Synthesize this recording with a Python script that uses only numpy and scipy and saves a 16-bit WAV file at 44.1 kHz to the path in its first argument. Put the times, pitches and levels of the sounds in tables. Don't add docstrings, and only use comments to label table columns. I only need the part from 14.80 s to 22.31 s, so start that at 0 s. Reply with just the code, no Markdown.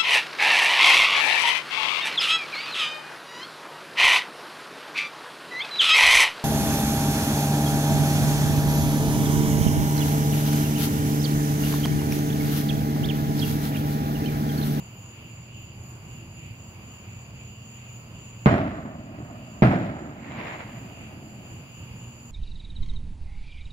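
import sys
import numpy as np
from scipy import signal
from scipy.fft import rfft, irfft, next_fast_len
from scipy.io import wavfile
from scipy.ndimage import uniform_filter1d, minimum_filter1d, map_coordinates

SR = 44100
rng = np.random.default_rng(int(sys.argv[2]) if len(sys.argv) > 2 else 0)


def generate_wav(sig):
    pcm = np.round(np.clip(np.atleast_2d(sig).T, -1, 1) * 32767).astype(np.int16)
    wavfile.write(sys.argv[1], SR, pcm)


N = 331191
T = np.arange(N) / SR
SIZE = 2 * next_fast_len(N // 2 + 1, True)
HZ = np.maximum(np.fft.rfftfreq(SIZE, 1 / SR), 1)
SPACING_M = 0.13

# time_s [s], level_db [dB]
RUMBLE_LEVEL = [
    [(0.0, -43.5), (0.35, -50), (0.4, -43.5), (1.05, -45), (2.66, -42), (2.75, -48), (3.58, -43),
     (3.6, -45)],
    [(6.7, -44.5), (6.784, -40.5), (6.932, -46), (7.024, -40), (7.044, -44), (7.272, -42.5), (7.302, -47.5),
     (7.5, -41.5)],
]
# [dB per Hz, relative]
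TOWN_COLOUR = [(25, -11), (60, -6.5), (100, 1.5), (150, -3.5), (250, -14), (450, -23.5), (1100, -27.5),
               (1700, -36), (3800, -48.5), (5500, -58.5), (6200, -41), (7500, -45.5), (8200, -66.5),
               (9300, -48), (15000, -53)]
# [dB, relative]
HUMS = [(119.55, 2.86, 0.5), (209.5, 3.6, -10), (236.1, 5.7, -13), (301, 6.7, -26.5), (960, 5, -53),
        (998, 0.77, -20.5)]
# time_s [s], level_db [dB]
PASSING_TONE = [(0, -69), (.5, -63.5), (1.5, -59), (2.0, -62), (2.6, -85)]
# pitch_hz [Hz], width_hz [Hz, nominal], trills_per_s [1/s], trill_depth [0-1]
CHOIR_VOICES = [(2530, 760, 110, 0.07), (2803, 460, 120, 0.1), (4722, 420, 93, 0.18), (11240, 920, 74, .1),
                (14300, 4100, 44, .08)]
# start_s [s], length_s [s], level_db [dB]
HIGH_BOUTS = [(0.0, 0.2, -75), (.3, 0.23, -78), (.95, .8, -74), (1.9, 0.16, -77), (3.0, 0.35, -80),
              (4.402, 0.37, -79), (5.6, 1.9, -74.5)]
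# [dB per Hz, relative]
CRICKET_BAND = [(6200, -45), (6500, -10), (6750, 6.5), (6950, 12), (7100, 10), (7400, 4), (7600, -48),
                (7800, -74)]
# time_s [s], chirps so far [count]
CHIRP_PACE = [(0.005, 0), (3.98, 15), (7.73, 30)]
# time_s [s], chorus_db [dB], high_singer_db of a singer near 14.65 kHz
# [dB]
CRICKET_LEVELS = [(0.02, -57.5, -84), (.27, -56.5, -84), (1.3, -58, -84), (1.7, -57.5, -79),
                  (3.6, -56, -78), (3.95, -62, -86), (4.5, -60, -84), (5.0, -59, -84), (6.2, -60.5, -75),
                  (6.6, -60, -76.5), (7.5, -57.5, -74)]
# middle_s [s], overtone_db [dB]
NEAR_CHIRPS = [(.185, -63), (.46, -68), (.81, -61), (1.08, -62), (1.345, -65), (1.62, -72), (1.91, -72),
               (2.13, -71), (2.375, -72), (2.67, -74), (2.93, -67), (3.18, -73), (3.42, -74), (3.66, -72)]
# start_s [s], level_db [dB], bluntness [factor on the rise times]
BANGS = [(3.6596, -3, 0.41), (4.8216, -3, 1.3)]
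# delay_ms [ms], peak_db [dB, added to the bang's level],
# length_ms [ms, scale of the front], rise_ms [ms, before bluntness], left_lag_ms [ms]
PATHS = [(0, 3, 3.7, .45, .3), (5.0, -2, 4.2, .6, 0.02), (6.6, -8, 2.5, .3, .3), (9.3, -6, 2.2, .4, -.2),
         (13.8, -3, 4.4, .9, 0.07), (19.5, -4, 5.5, 1.0, .1), (28.6, -5, 4.0, .8, 0.02),
         (38, -9, 4.0, .8, .1), (84.5, -12, 3.0, .4, -.3), (122.5, -13, 1.8, .3, -.3),
         (155.5, -16, 1.8, .3, -.3)]
# pitch_hz [Hz], width_hz [Hz], level_db [dB]
YARD = [(950, 250, -4), (2100, 600, 2)]
# [dB per Hz, relative]
ROLL_COLOURS = [
    [(24, -44), (40, -15), (98, -1.5), (188, -1.5), (274, -1.5), (318, -5), (475, -19), (641, -3),
     (887, -17), (1260, -15), (1620, -21), (1880, -20), (5100, -51), (7420, -60.5), (15700, -66.5)],
    [(24, -44), (40, -20.5), (120, -1.5), (162, -4), (193, -0.5), (343, -6.5), (440, -18), (657, -8.5),
     (1140, -22), (1290, -18), (2240, -25), (3020, -36.5), (6390, -56.5), (7240, -60.5), (15700, -64.5)],
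]
# [dB, added to the treble bands]
ROLL = [(0.001, -7, 0, 1.5), (.045, -8, -1.77, 5.5), (.09, -13, 0, 2.5), (.13, -15, -0.2, 3),
        (.17, -16.5, -0.9, 3.5), (.28, -23.5, -0.45, 4), (.42, -29, 0.46, -2), (.6, -35, -2.5, 6),
        (.76, -33, -1, -3), (1.0, -42.5, 0.2, -7), (1.4, -40, -2, 5), (2.2, -46, -2, -11)]
# [dB per Hz, relative]
RUSH_COLOUR = [(300, -4), (700, 4), (1000, 2.5), (1500, -2.5), (2100, 3), (2500, -1), (3000, -9),
               (4500, -21), (6500, -34), (9000, -64)]
# pitch_hz [Hz], left_minus_right_db [dB]
BALANCE = [(60, -1.5), (400, -1), (1300, -1.5), (4400, -0.5), (8000, 0.5), (15000, 0.5)]


def amp(db):
    return 10 ** (np.asarray(db) / 20)


def in_time(*tables):
    s, *columns = np.transpose(np.vstack(tables))
    return [np.interp(T, s, column) for column in columns]


def at_hz(points):
    hz, db = np.transpose(points)
    return np.interp(np.log(HZ), np.log(hz), db)


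def peak(hz, width_hz):
    return 1 / (1 + (2 * (HZ - hz) / (0.96 * width_hz)) ** 2)


def diffuse(gain, grain_db=0, lag_ms=0, spread=1):
    noise = rng.standard_normal((2, SIZE))
    if grain_db:
        noise = noise * amp(grain_db * rng.standard_normal(SIZE))
    a, b = rfft(noise)
    alike = np.sinc(2 * HZ * spread * SPACING_M / 343)
    mid = np.sqrt(1 + alike) * a
    side = np.sqrt(1 - alike) * b
    left_delay = np.exp(-2j * np.pi * HZ * lag_ms / 1000)
    pair = gain * np.array([(mid + side) * left_delay, mid - side])
    mid_rms = np.sqrt(2 * np.sum(abs(pair.mean(axis=0)) ** 2)) / SIZE
    return pair / mid_rms


def wave(spectrum):
    return irfft(spectrum)[..., :N]


def drift(per_s):
    steps = rng.standard_normal(int(N / SR * per_s) + 3)
    return map_coordinates(steps, [T[::64] * per_s], order=2).repeat(64)[:N]


def town():
    air = diffuse(amp(at_hz(TOWN_COLOUR)), lag_ms=0.18, spread=0.8)
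    bass = 1 / (1 + (HZ / 500) ** 2)
    rumble_db = in_time(RUMBLE_LEVEL)[0] if np.ndim(RUMBLE_LEVEL[0]) == 1 else in_time(*RUMBLE_LEVEL)[0]
    rumble = amp(rumble_db + 1.8 * drift(14)) * wave(air * bass)
    hiss = amp(-37.5 + 1.1 * drift(5.5)) * wave(air * (1 - bass))

    tones = sum(amp(level_db) * peak(hz, width_hz) for hz, width_hz, level_db in HUMS)
    hums = amp(-49) * wave(diffuse(tones, lag_ms=0.18, spread=0.5))
    drone = amp(in_time(PASSING_TONE)[0]) * wave(diffuse(peak(333.8, 12.5), lag_ms=0.088))
    steady_hum = amp(-52.5 + 2.0 * drift(3.54)) * np.sin(2 * np.pi * 119.5 * T)
    return rumble + hiss + hums + drone + steady_hum


def choirs():
    edge_s = 0.055
    bouts = np.zeros(N)
    for s, length_s, db in HIGH_BOUTS:
        inside_s = np.minimum(T - s, s + length_s - T)
        bouts += amp(db) * np.clip(inside_s / edge_s + 1, 0, 1)
    throbs_per_s, throb_db = 8, 2.43
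    gains = [
        amp(-60.5 + throb_db * drift(throbs_per_s)),
        amp(-61 + throb_db * drift(throbs_per_s)),
        amp(-68.5 + 0.27 * drift(8)),
        bouts * amp(0.55 * drift(10)),
        amp(-73.5 + 1.5 * drift(7)),
    ]
    out = 0
    for (hz, width_hz, per_s, depth), gain in zip(CHOIR_VOICES, gains):
        trill = 1 + depth * np.sin(2 * np.pi * per_s * T)
        out = out + gain * trill * wave(diffuse(peak(hz, width_hz), lag_ms=0.18, spread=0.35))
    return out


def crickets():
    jitter_s, spread_db, pulses_per_s = 0.019, -0.4, 43
    chorus_db, high_singer_db = in_time(CRICKET_LEVELS)
    swell = amp(-7.5 + 0.8 * drift(6.5))
    high_singer = np.zeros(N)
    beat_s, chirps = np.transpose(CHIRP_PACE)
    chance = rng.standard_normal((int(chirps[-1]), 3))
    starts_s = np.interp(np.arange(len(chance)), chirps, beat_s)
    for s, (late, loud, near) in zip(starts_s, chance):
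        t = T - s - jitter_s * late
        now = slice(*np.searchsorted(t, [-0.25, 0.25]))
        t = t[now]
        pulses = np.cos(np.pi * pulses_per_s * t) ** 2
        swell[now] += amp(spread_db * loud) * (1 - 0.37 * pulses) * np.exp(-abs(t / 0.1) ** 3)
        high_singer[now] += amp(spread_db * near) * (1 - 0.5 * pulses) * np.exp(-(t / 0.06) ** 4)
    band = wave(diffuse(amp(at_hz(CRICKET_BAND)), lag_ms=0.186, spread=0.46))
    band = band * [[1.0], [-1.0]]
    highest = wave(diffuse(peak(14650, 130)))
    return amp(chorus_db) * swell * band + amp(high_singer_db) * high_singer * highest


def near_cricket():
    pulses_per_s, half_s = 38, 0.05
    gate = np.zeros(N)
    for s, db in NEAR_CHIRPS:
        now = slice(*np.searchsorted(T - s, [-0.1, 0.1]))
        t = T[now] - s
        pulses = 1 - 0.75 * np.cos(np.pi * pulses_per_s * t) ** 2
        gate[now] += amp(db) * pulses * np.exp(-(t / half_s) ** 6)
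    phase = 2 * np.pi * np.cumsum(6980 + 12 * drift(55)) / SR
    song = gate * (amp(6) * np.sin(phase) + np.sin(2 * phase))
    return np.array([np.roll(song, 6), song])


def shocks():
    out = np.zeros((2, N))
    t_ms = np.arange(800) / SR * 1000
    for s, bang_db, blunt in BANGS:
        for delay_ms, peak_db, length_ms, rise_ms, left_lag_ms in PATHS:
            corners_ms = [0, blunt * rise_ms, 0.35 * length_ms, 0.8 * length_ms, 1.25 * length_ms]
            at = round((s + (delay_ms - 1) / 1000) * SR)
            for side, late_ms in enumerate((1 + left_lag_ms, 1)):
                front = np.interp(t_ms - late_ms, corners_ms, [0, 1, 0.1, -1.15, 0])
                out[side, at:at + len(t_ms)] += amp(bang_db + peak_db) * front
    for hz, width_hz, ring_db in YARD:
        out = out + amp(ring_db) * signal.lfilter(*signal.iirpeak(hz, hz / width_hz, fs=SR), out)
    return signal.sosfilt(signal.butter(2, [40, 5000], "band", fs=SR, output="sos"), out)


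def roll():
    lumps_per_s, lumps_db = 45, 1.1
    out = np.zeros((2, N))
    level_db, tilt_db, treble_db = in_time(ROLL)
    gone_s = ROLL[-1][0]
    size = int(gone_s * SR)
    for colour, (s, bang_db, _) in zip(ROLL_COLOURS, BANGS):
        echoes = diffuse(amp(at_hz(colour)), grain_db=6.5, lag_ms=-0.26, spread=0.55)
        at = round(s * SR)
        for octave in range(-2, 7, 2):
            share = np.clip(1 - abs(np.log2(HZ / 250) - octave) / 2, 0, 1)
            band_db = bang_db + level_db + tilt_db * min(octave, 3) + treble_db * (octave > 3)
            band_db = band_db + lumps_db * drift(lumps_per_s)
            builds_s = 0.066 if octave < 1 else 0.012 if octave < 3 else 0.002
            fade = np.interp(T, [0.001, builds_s, gone_s - 0.3, gone_s], [0, 1, 1, 0])
            band = amp(band_db) * fade * wave(echoes * share)
            out[:, at:at + size] += band[:, :size]
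    return out


def rush():
    peak_s, peak_db, hold_s = 5.583, -36.5, 0.13
    rise_db_per_s, fall_db_per_s = 55, 64
    t = T - peak_s
    rise_db = rise_db_per_s * np.minimum(t, 0)
    fall_db = fall_db_per_s * np.maximum(t - hold_s, 0)
    level_db = peak_db + rise_db - fall_db + 1.4 * drift(40)
    return amp(level_db) * wave(diffuse(amp(at_hz(RUSH_COLOUR)), grain_db=7.0, lag_ms=-0.2))


def scene():
    sound = town() + choirs() + crickets() + near_cricket() + shocks() + roll() + rush()
    return wave(rfft(sound, SIZE) * amp(at_hz(BALANCE) / 2 * [[1], [-1]]))


def record(dry):
    power = uniform_filter1d(np.mean(dry ** 2, axis=0), size=1024)
    level_db = 10 * np.log10(power + 1e-12)
    wanted_db = 0.26 * np.maximum(level_db + 28, 0)
    hold = round(0.4 * SR)
    held_db = -minimum_filter1d(-wanted_db, size=2 * (hold // 2) + 1, origin=hold // 2)
    release_db = 9 * T
    cut_db = np.maximum.accumulate(held_db + release_db) - release_db
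    r = np.exp(-1 / (0.06 * SR))
    ducked = dry * amp(-signal.lfilter([1 - r], [1, -r], cut_db))
    ducked = signal.sosfilt(signal.butter(2, 45, "high", fs=SR, output="sos"), ducked)
    top = 0.99
    rounded = ducked / (1 + abs(ducked / top) ** 6) ** (1 / 6)
    return signal.sosfilt(signal.ellip(12, 0.5, 70, 15720, fs=SR, output="sos"), rounded)


dry = scene()
out = record(dry)
generate_wav(out)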